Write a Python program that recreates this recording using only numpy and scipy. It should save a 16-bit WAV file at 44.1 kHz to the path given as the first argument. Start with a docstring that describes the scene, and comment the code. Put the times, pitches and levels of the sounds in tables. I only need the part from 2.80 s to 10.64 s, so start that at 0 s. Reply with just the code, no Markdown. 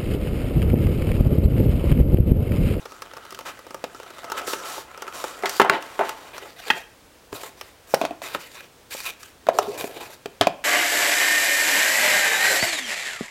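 """Card rubs and ticks close by as a tray is worked out of its sleeve, then bumps, drops and skids on a wooden table.
A paper leaflet slaps down; sleeve and leaflet stroke the boards, and packaging knocks on them.
Impacts are noisy contacts that excite decaying modes, shaped band by band; rubbing is stick-slip friction
through panel resonances; low modes boom under the heavier pushes. A diffuse echo and quiet air surround all.
"""
import sys
import numpy as np
from scipy import signal
from scipy.fft import rfft, irfft, next_fast_len
from scipy.io import wavfile

SR = 44100
rng = np.random.default_rng(int(sys.argv[2]) if len(sys.argv) > 2 else 0)


def file_out(sig):
    """Save sig as 16-bit WAV at sys.argv[1]."""
    # one column per channel
    cols = np.atleast_2d(sig).T
    # limit, then scale
    lim = np.clip(cols, -1, 1)
    pcm = np.round(lim * 32767).astype(np.int16)
    wavfile.write(sys.argv[1], SR, pcm)


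N = 345744
TIME = np.arange(N) / SR  # s
BLOW_SIZE = 8192  # samples in one impact
CUTOFF_HZ = 15950  # upper limit of the sound

# edges of the rubbing bands body, rasp and hiss: frequency [Hz]
RUB_EDGES_HZ = [150, 900, 3500, 18000]
# spectrum of card sliding: (frequency [Hz], filter gain [dB])
CARD_SPECTRUM = [(59, -35), (100, -32), (135, -15.5), (229, -10), (389, -4.5), (442, -4.5), (558, -1.5),
                 (891, -4.5), (1310, -3.5), (1680, -6.5), (4980, -13), (13800, -13.5), (16000, -20)]
# the tray creeps, then slides out of the sleeve; levels before the offsets in pulling():
# (time [s], rasp level [dB], hiss level [dB])
PULL_COURSE = [(0.0, -53, -54), (0.4, -51, -60.5), (0.58, -50, -54), (0.69, -51.5, -60), (0.97, -54, -59),
               (1.42, -46.5, -52), (1.59, -38.5, -51), (1.73, -42.5, -37), (1.84, -37.5, -45),
               (2.0, -57, -68), (2.26, -42, -54), (2.42, -47, -48), (2.66, -41.5, -45.5),
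               (2.78, -56, -35.5)]


def from_db(db):
    """Convert a level in decibels to an amplitude ratio."""
    return 10 ** (np.asarray(db) / 20)


def rms(x):
    """Root mean square, the effective amplitude."""
    return np.sqrt(np.mean(x ** 2) + 1e-20)


def unit(x):
    """Normalise a signal to energy 1."""
    return x / np.sqrt(np.sum(x ** 2) + 1e-20)


def at_hz(points, hz, axis=1):
    """Interpolate a table column linearly in log frequency."""
    points = np.array(points)
    return np.interp(np.log(np.maximum(hz, 1)), np.log(points[:, 0]), points[:, axis])


def band(x, low, high):
    """Causal Butterworth band-pass: the output never precedes the input."""
    sections = signal.butter(3, [low, high], "band", fs=SR, output="sos")
    return signal.sosfilt(sections, x)


def colour(x, points):
    """Minimum-phase filter, built by folding the cepstrum of a (Hz, dB) curve: nothing sounds early."""
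    size = 2 * next_fast_len(len(x) // 2 + BLOW_SIZE)
    gain = from_db(at_hz(points, np.fft.rfftfreq(size, 1 / SR)))
    cepstrum = irfft(np.log(gain))
    cepstrum[1:size // 2] *= 2
    cepstrum[size // 2 + 1:] = 0
    response = np.exp(rfft(cepstrum))
    return irfft(rfft(x, size) * response)[:len(x)]


def drift(rate_hz):
    """Random modulation of spread 1: noise smoothed by a two-pole low-pass."""
    step = 40  # samples between computed values
    r = np.exp(-2 * step * np.pi * rate_hz / SR)
    noise = rng.standard_normal(N // step + 2002)
    slow = signal.lfilter([1], [1, -2 * r, r * r], noise)[2000:]  # past the filter's start
    return np.interp(np.arange(N) / step, np.arange(len(slow)), slow / rms(slow))


def resonance(x, hz, width_hz):
    """Damped two-pole resonator with gain 1 at its peak."""
    r = np.exp(-np.pi * width_hz / SR)
    numerator = np.array([1, 0, -1]) * (1 - r * r) / 2
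    denominator = [1, -2 * r * np.cos(2 * np.pi * hz / SR), r * r]
    return signal.lfilter(numerator, denominator, x)


def dying(t60, size=BLOW_SIZE):
    """Exponential decay from 1, falling 60 dB in t60 seconds."""
    return np.exp(-np.log(1000) * np.arange(size) / SR / max(t60, 1e-3))


def ringing(modes, spread_db):
    """Modal superposition: decaying sinusoids whose strengths vary from blow to blow."""
    total = np.zeros(BLOW_SIZE)
    for hz, db, t60 in modes:
        strength = from_db(db + spread_db * rng.standard_normal())
        total += strength * dying(t60) * np.sin(2 * np.pi * hz * TIME[:BLOW_SIZE])
    return total


def add(out, s, sound):
    """Superpose a sound from time s onwards."""
    start = max(round(s * SR), 0)
    out[start:start + len(sound)] += sound[:N - start]


def contact(crack_t60, crack_db, chatter_t60, chatter_db, chatter_hz):
    """Contact force: an impulse, a crack of fibres, and the duller low-passed chatter of loose flaps."""
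    crack = rng.standard_normal(BLOW_SIZE) * dying(crack_t60)
    low_pass = signal.butter(1, min(chatter_hz, CUTOFF_HZ), fs=SR)
    chatter = signal.lfilter(*low_pass, rng.laplace(size=BLOW_SIZE) * dying(chatter_t60))
    touch = signal.unit_impulse(BLOW_SIZE)
    return unit(touch + from_db(crack_db) * unit(crack) + from_db(chatter_db) * unit(chatter))


def voiced(blow, edges, levels_db, bass_db):
    """Spectral balance: steer the bands of the first 20 ms to set levels; hard contacts are bright."""
    pairs = list(zip(edges, edges[1:]))
    centres = np.sqrt(np.prod(pairs, axis=1))
    blow = colour(blow, [(edges[0] / 2, bass_db), (2 * edges[0], 0)])  # small panels radiate little bass
    for _ in range(2):  # the second pass refines the balance
        heard = [rms(band(blow[:SR // 50], *pair)) for pair in pairs]
        blow = colour(blow, np.c_[centres, levels_db - 20 * np.log10(heard)])
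    return blow


def knocks(hits, modes, tone_db, ring_db, panel_db, crack_t60, crack_db, chatter_db, chatter_hz,
           landing_t60, bass_db, level_db):
    """Impact excitation: contact noise plus ringing panels; a flat sheet lands gradually."""
    # edges of the bands thud, knock, clack, snap and fizz: frequency [Hz]
    hit_edges_hz = [100, 500, 1100, 3000, 7000, 16000]
    # weight adds thud: share for each band [dB per dB of weight]
    weight_share = np.array(np.array([1, 0, 0, 0, 0]))
    # a hard contact adds treble: share for each band [dB per dB of hardness]
    hardness_share = np.array(np.array([0.021, 0.037, 0.67, 1.24, 1.09]))
    struck_band_db = 4.5  # the band that holds the struck panel stands out
    panel_cycles = 16  # periods in which the struck panel falls 60 dB
    out = np.zeros(N)
    for s, panel_hz, strength_db, weight_db, hardness_db, chatter_t60 in hits:
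        blow = contact(crack_t60, crack_db, chatter_t60, chatter_db, chatter_hz)
        blow = blow + from_db(ring_db) * unit(ringing(modes, spread_db=7.5))
        panel = ringing([(panel_hz, 0, panel_cycles / panel_hz)], spread_db=0)
        blow = blow + from_db(panel_db) * unit(panel)
        blow = blow * (1 - dying(landing_t60)) ** 2
        bands_db = np.array(tone_db) + weight_db * weight_share + hardness_db * hardness_share
        bands_db = bands_db + struck_band_db * np.histogram([panel_hz], hit_edges_hz)[0]
        add(out, s, voiced(blow, hit_edges_hz, level_db + strength_db + bands_db, bass_db))
    return out


def booms(pushes, modes, rise_t60, level_db):
    """Low modal resonance: a soft push sets low modes ringing with a gradual rise."""
    out = np.zeros(N)
    for s, strength_db in pushes:
        ring = ringing(modes, spread_db=1)
        add(out, s, from_db(strength_db + level_db) * ring * (1 - dying(rise_t60)))
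    return out


def friction(slips_per_s, size_db, smooth_db, judder_db, wander_db):
    """Stick-slip: fibres slip in clumps over a smooth drag; the contact keeps favouring other resonances."""
    heights = from_db(size_db * np.minimum(rng.exponential(1, N), 4))
    sizes = heights * rng.choice([-1, 1], N)
    slips = sizes * (rng.random(N) < slips_per_s * from_db(4 * drift(40)) / SR)
    drag = slips / rms(slips) + from_db(smooth_db) * rng.standard_normal(N)
    drag = drag * from_db(judder_db * drift(33))
    wandering = np.zeros(N)
    for hz in np.geomspace(300, 7000, 16):
        wandering += resonance(drag, hz, hz / 8) * from_db(wander_db * np.tanh(drift(12)))
    return drag + wandering


def rubbing(strokes, drag, spectrum, singing_hz, body_db_per_octave, singing_db, singing_q,
            attack_s, sag_db, release_s):
    """Friction-driven resonance: strokes swell, sag and die away; flatter contact makes the panel sing lower."""
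    stroke_tail_s = 0.15
    sound = colour(drag, spectrum)
    out = np.zeros(N)
    for s, length, stroke_db, body_db, hiss_db in strokes:
        hz = singing_hz * 2 ** np.clip(-body_db / body_db_per_octave, -2, 2)
        piece = sound[round(s * SR):round((s + length + stroke_tail_s) * SR)]
        piece = piece + from_db(singing_db) * resonance(piece, hz, hz / singing_q)
        t = TIME[:len(piece)]
        rise = 1 - np.exp(-t / attack_s)
        release = np.exp(-np.maximum(t - length, 0) / release_s)
        envelope = rise * from_db(-sag_db * t / length) * release
        levels_db = (stroke_db + body_db, stroke_db, stroke_db + hiss_db)
        for low, high, level_db in zip(RUB_EDGES_HZ, RUB_EDGES_HZ[1:], levels_db):
            part = band(piece, low, high) * envelope
            add(out, s, part / rms(part[t < length]) * from_db(level_db))
    return out


def still_air():
    """Stationary noise: random pressure with the spectrum of a quiet room."""
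    # spectrum of the still room: (frequency [Hz], filter gain [dB])
    air_spectrum = [(12, -45), (20, -10), (53, -3.5), (116, -5), (154, -7), (198, -9), (255, -5.5),
                    (422, -6.5), (472, -2.5), (590, -7.5), (7950, -21), (14300, -26.5), (16000, -23.5)]
    noise = colour(rng.standard_normal(N), air_spectrum)
    return from_db(-52) * noise / rms(noise)


def room(x, build_t60):
    """Diffuse reverberation: noise that builds up, then decays at a rate set by frequency."""
    # room echo: (frequency [Hz], decay time t60 [s], level re direct sound [dB])
    echo = [(151, 0.23, -3.5), (396, 0.4, -14), (910, 0.41, -13), (2520, 0.36, -11.5), (6060, 0.21, -14.5),
            (14000, 0.066, -15)]
    edges = np.geomspace(90, CUTOFF_HZ, 11)
    tail = np.zeros(SR)
    for low, high in zip(edges, edges[1:]):
        hz = np.sqrt(low * high)
        shape = dying(at_hz(echo, hz), size=SR) * (1 - dying(build_t60, size=SR)) ** 2
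        level = from_db(at_hz(echo, hz, axis=2))
        tail += band(rng.standard_normal(SR), low, high) * shape / np.linalg.norm(shape) * level
    return signal.fftconvolve(x, tail)[:N]


def table_thumps():
    """Structural resonance: heavier blows shake the table top in a low mode."""
    # heavier blows: (time [s], strength before level_db [dB])
    blows = [(4.528, -42), (5.138, -53), (7.609, -30)]
    # table top: (frequency [Hz], strength [dB], decay time t60 [s])
    board_modes = [(111, 1, 0.069)]
    return booms(blows, board_modes, rise_t60=0.005, level_db=6.5)


def sleeve_boom():
    """Cavity resonance: the hollow sleeve booms in low modes when nudged."""
    # nudges: (time [s], strength before level_db [dB])
    nudges = [(6.875, -23.5)]
    # hollow sleeve: (frequency [Hz], strength [dB], decay time t60 [s])
    sleeve_modes = [(413, 2, 0.16), (316, -19, .12), (235, -6, 0.063)]
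    return booms(nudges, sleeve_modes, rise_t60=0.032, level_db=4.0)


def paper_strokes():
    """Sliding friction: leaflet and sleeve stroke the boards in jerks."""
    # strokes; body comes from pressing flat, hiss from gliding, both relative to the stroke:
    # (time [s], length [s], level [dB], body [dB], hiss [dB])
    strokes = [(3.53, 0.17, -43.5, -2, -10.5), (3.76, 0.26, -45.5, -9.5, -8.5), (3.86, 0.12, -44, 1, -7),
               (4.52, 0.16, -43, -3, -2), (4.77, 0.15, -54, -4.5, -4), (5.07, 0.16, -52.5, -7, 2.5),
               (5.42, 0.14, -38, -6.5, -6), (5.59, 0.16, -48, -13, -3.5), (5.745, 0.098, -45, -8.5, -9.5),
               (6.102, 0.14, -39, -15, -0.5), (6.253, 0.042, -32, -16.5, -5.5), (6.39, 0.1, -52, -16, -0.5),
               (6.73, 0.22, -44.5, 9, -5), (6.975, 0.091, -37, -0.5, -2.5), (7.09, 0.11, -45, 4, -7),
               (7.2, 0.059, -41, -2.5, -7.5), (7.298, 0.041, -48.5, -2.5, -1.5)]
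    # spectrum of the strokes: (frequency [Hz], filter gain [dB])
    paper_spectrum = [(59, -33), (100, 2), (219, -21), (415, -6), (513, -8), (691, -9), (1130, -15.5),
                      (2580, -13), (3120, -18), (3620, -12), (4380, -10), (14400, -1.5), (16000, -12)]
    drag = friction(slips_per_s=600, size_db=5.0, smooth_db=4.5, judder_db=2.5, wander_db=11.0)
    return rubbing(strokes, drag, paper_spectrum, singing_hz=796, body_db_per_octave=9.5, singing_db=-3.0,
                   singing_q=1.9, attack_s=0.0053, sag_db=3.5, release_s=0.022)


def leaflet_slap():
    """Distributed impact: a flat sheet lands gradually, with short-lived modes."""
    # landing: (time [s], struck panel [Hz], strength before level_db [dB], weight [dB], hardness [dB],
    # chatter t60 [s])
    hits = [(3.901, 1920, -20, 0, 0, 0.04)]
    # leaflet: (frequency [Hz], strength [dB], decay time t60 [s])
    modes = [(865, 4, 0.022), (1950, -5, 0.012), (2590, 4, 0.0067), (3170, -9.5, 0.014)]
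    # tone of an ordinary slap in thud, knock, clack, snap and fizz: level re its strength [dB]
    tone_db = [-10, -1, 3, -3, -17.5]
    return knocks(hits, modes, tone_db, ring_db=5.0, panel_db=-22.0, crack_t60=0.034, crack_db=7.0,
                  chatter_db=2.0, chatter_hz=4000, landing_t60=0.016, bass_db=-31, level_db=-1.3)


def table_knocks():
    """Impact excitation of a plate: packaging knocks on the boards and rings their modes."""
    # knocks: (time [s], struck panel [Hz], strength before level_db [dB], weight [dB], hardness [dB],
    # chatter t60 [s])
    hits = [(1.04, 506, -29.5, 1, 5.5, 0.038), (4.528, 400, -33, -1, 3, 0.022),
            (5.139, 570, -13.5, -1, -7, 0.063), (5.214, 664, -20.5, -3, 1, 0.23),
            (5.238, 600, -27.5, 2.5, -10, 0.08), (5.251, 685, -24, -3.5, 4, 0.071),
            (5.308, 706, -30, 1, -5, 0.16), (5.418, 650, -35, -8, 4, 0.041),
            (5.548, 1300, -23.5, -5.5, 3.5, 0.091), (6.668, 1390, -31, -2, 2.5, 0.15),
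            (6.687, 650, -10.5, -7.5, -8, 0.059), (6.787, 1340, -7.5, -19, -15.5, 0.011),
            (7.042, 414, -28.5, 0, 0, .04), (7.458, 445, -30.5, -1, 4.5, .025),
            (7.611, 3630, -11, -5.5, 2.5, 0.13), (7.67, 687, -13.5, -3.5, 0, .033)]
    # boards: (frequency [Hz], strength [dB], decay time t60 [s])
    modes = [(304, -2, 0.08), (413, -1, 0.08), (593, 2, 0.046), (664, 4.5, 0.03), (800, -5, 0.06),
             (926, -2, 0.036), (2510, 9, 0.014), (3670, 7.5, 0.007)]
    # tone of an ordinary knock in thud, knock, clack, snap and fizz: level re its strength [dB]
    tone_db = [-2.5, -2, -8, -13.5, -21]
    return knocks(hits, modes, tone_db, ring_db=-3.5, panel_db=-5.0, crack_t60=0.011, crack_db=16.5,
                  chatter_db=10.5, chatter_hz=3400, landing_t60=0.0022, bass_db=-19, level_db=-3.5)


def tray_knocks():
    """Impact excitation of thin panels: the tray bumps the sleeve and the table."""
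    # bumps: (time [s], struck panel [Hz], strength before level_db [dB], weight [dB], hardness [dB],
    # chatter t60 [s])
    hits = [(2.635, 396, -21, -8.5, -9, 0.21), (2.657, 620, -31.5, -1, 13, 0.089),
            (2.798, 356, -9.5, -8, -4, 0.099), (2.816, 380, -17, -2, 1.5, 0.055),
            (2.847, 910, -21.5, -7, -5.5, 0.36), (2.897, 1420, -20, 0.5, 6, 0.013),
            (3.192, 605, -22, 0, -4, 0.26), (3.209, 597, -22.5, -8.5, -9, 0.17)]
    # tray: (frequency [Hz], strength [dB], decay time t60 [s])
    modes = [(287, -29, 0.14), (397, 10, 0.13), (554, -26.5, 0.19), (694, -5, 0.035), (887, -4, 0.4),
             (1092, 12, 0.037), (1293, 8.5, 0.037), (1450, -12, 0.12), (2024, 1, 0.122), (2766, -11, 0.16),
             (3200, -1, 0.023)]
    # tone of an ordinary bump in thud, knock, clack, snap and fizz: level re its strength [dB]
    tone_db = [-6, -3.5, -3, -15, -22]
    return knocks(hits, modes, tone_db, ring_db=-5.5, panel_db=-10.0, crack_t60=0.016, crack_db=14.5,
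                  chatter_db=15.5, chatter_hz=2550, landing_t60=0.00084, bass_db=-38.0, level_db=0.5)


def scattered_catches(count, level_db, spread_db):
    """Irregular stick-slip: faint to moderate catches at uneven intervals through the pull, as tick rows."""
    place, size = rng.uniform(-1.2, 1, (count, 2)).T
    times = (np.arange(count) + 0.5 + place / 2) / count * PULL_COURSE[-1][0]
    return [(s, db, 0) for s, db in zip(times, level_db + spread_db * size)]


def ticks(catches, crack_t60, crack_db, chatter_t60, chatter_db, chatter_hz, panel_db, bass_db, level_db):
    """Sudden release: a card edge slips off another and briefly shakes the panels."""
    # card panels: (frequency [Hz], width [Hz], strength before panel_db [dB])
    panels = [(392, 11, 5), (540, 130, 3.5), (895, 51, 7.5), (1220, 210, 7), (2760, 210, -4.5),
              (5350, 980, -5)]
    # tone of an ordinary tick in body, rasp and hiss: level re the tick [dB]
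    tone_db = np.array([-0.5, 0, -6.0])
    # a bright tick trades body for hiss: change in each band [dB per dB of brightness]
    tilt = np.array([-1.32, 0, 0.32])
    out = np.zeros(N)
    for s, tick_db, brightness_db in catches:
        touch = contact(crack_t60, crack_db, chatter_t60, chatter_db, chatter_hz)
        shaken = sum(from_db(db) * resonance(touch, hz, width) for hz, width, db in panels)
        blow = touch + from_db(panel_db) * shaken
        bands_db = level_db + tick_db + tone_db + brightness_db * tilt
        add(out, s, voiced(blow, RUB_EDGES_HZ, bands_db, bass_db))
    return out


def card_ticks():
    """Edge release: single catches at set times, strong and faint, with scattered ones through the pull."""
    # single catches of card edges: (time [s], level before level_db [dB], brightness [dB])
    single_catches = [(0.055, -39.5, -2), (0.221, -34.5, 3.5), (0.372, -43.5, 0), (0.452, -45, 1),
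                      (0.507, -43, 15.5), (0.547, -40.5, 13), (0.59, -36, 2), (0.867, -45, -3.5),
                      (0.945, -35, -2.5), (1.2, -42, -3.5), (1.444, -38.5, -1.5), (1.5, -36, 1),
                      (1.519, -28.5, 1.5), (1.677, -33, -3.5), (1.733, -27, -0.5), (1.98, -37.5, -5),
                      (2.222, -33, 2), (2.441, -29.5, -3.5), (2.695, -32, 24), (3.025, -38, 5),
                      (3.293, -30, 5.5), (3.581, -36.5, 4), (4.634, -37.5, -1), (4.812, -35, 5.5),
                      (5.144, -23.5, 11.5), (6.149, -43.5, -8), (6.431, -42, 15), (6.787, -28, 23.5)]
    catches = single_catches + scattered_catches(count=24, level_db=-42.5, spread_db=3.0)
    return ticks(catches, crack_t60=0.0086, crack_db=-8.5, chatter_t60=0.032, chatter_db=4.5,
                 chatter_hz=2980, panel_db=6.5, bass_db=-22, level_db=-2.53)


def card_strokes():
    """Sliding friction: card jerks along card, then the freed tray skids and clatters on the table."""
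    # jerks and skids; body comes from pressing flat, hiss from gliding, both relative to the stroke:
    # (time [s], length [s], level [dB], body [dB], hiss [dB])
    strokes = [(0.65, 0.051, -35.5, -7.5, -8), (1.565, 0.025, -31, -10.5, -7), (1.665, 0.07, -38, -7, 3.5),
               (1.84, 0.17, -39, -6, -1), (2.33, 0.18, -40.5, -4, -2.5), (2.68, 0.1, -38, -8, -3),
               (2.91, 0.061, -27.5, -0.5, -22), (3.0, 0.52, -45.5, -3, -8), (3.23, 0.079, -42, -3, -10)]
    drag = friction(slips_per_s=400, size_db=3.0, smooth_db=7.0, judder_db=1.03, wander_db=2.0)
    return rubbing(strokes, drag, CARD_SPECTRUM, singing_hz=867, body_db_per_octave=12.5, singing_db=-6.0,
                   singing_q=4.6, attack_s=0.0094, sag_db=4.5, release_s=0.023)


def pulling(drag, singing_db, singing_q, body_db, rasp_db, hiss_db):
    """Friction-driven wall resonance: body and rasp rise together, hiss comes with sliding."""
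    sleeve_hz = 1334  # the sleeve wall sings under the pull
    s, rasp, hiss = np.transpose(PULL_COURSE)
    sound = colour(drag, CARD_SPECTRUM)
    sound = sound + from_db(singing_db) * resonance(sound, sleeve_hz, sleeve_hz / singing_q)
    curves_db = (rasp + body_db, rasp + rasp_db, hiss + hiss_db)
    out = np.zeros(N)
    for low, high, curve_db in zip(RUB_EDGES_HZ, RUB_EDGES_HZ[1:], curves_db):
        part = band(sound, low, high)
        out += part / rms(part) * from_db(np.interp(TIME, s, curve_db))
    return out * np.interp(TIME, [s[-1], s[-1] + 0.03], [1, 0])  # fades at the end of the pull


def tray_pull():
    """Stick-slip at a sliding joint: the tray drags along inside the sleeve."""
    creep = friction(slips_per_s=220, size_db=4.5, smooth_db=3.0, judder_db=-1.0, wander_db=13.5)
    return pulling(creep, singing_db=2.5, singing_q=6.4, body_db=-2.5, rasp_db=1.5, hiss_db=-1.5)


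def scene():
    """Linear superposition: direct sound of all sources, its room echo and still air."""
    lows = table_thumps() + sleeve_boom()
    rubs = paper_strokes() + card_strokes() + tray_pull()
    impacts = leaflet_slap() + table_knocks() + tray_knocks() + card_ticks()
    near = lows + rubs + impacts
    return (near + room(near, build_t60=0.013) + still_air())[None]


def record(dry):
    """Overload and band limit: peaks beyond full scale are clipped, then the top is cut."""
    low_pass = signal.ellip(10, 0.1, 80, CUTOFF_HZ, fs=SR, output="sos")
    return signal.sosfilt(low_pass, np.clip(dry, -1, 1))


dry = scene()
out = record(dry)
file_out(out)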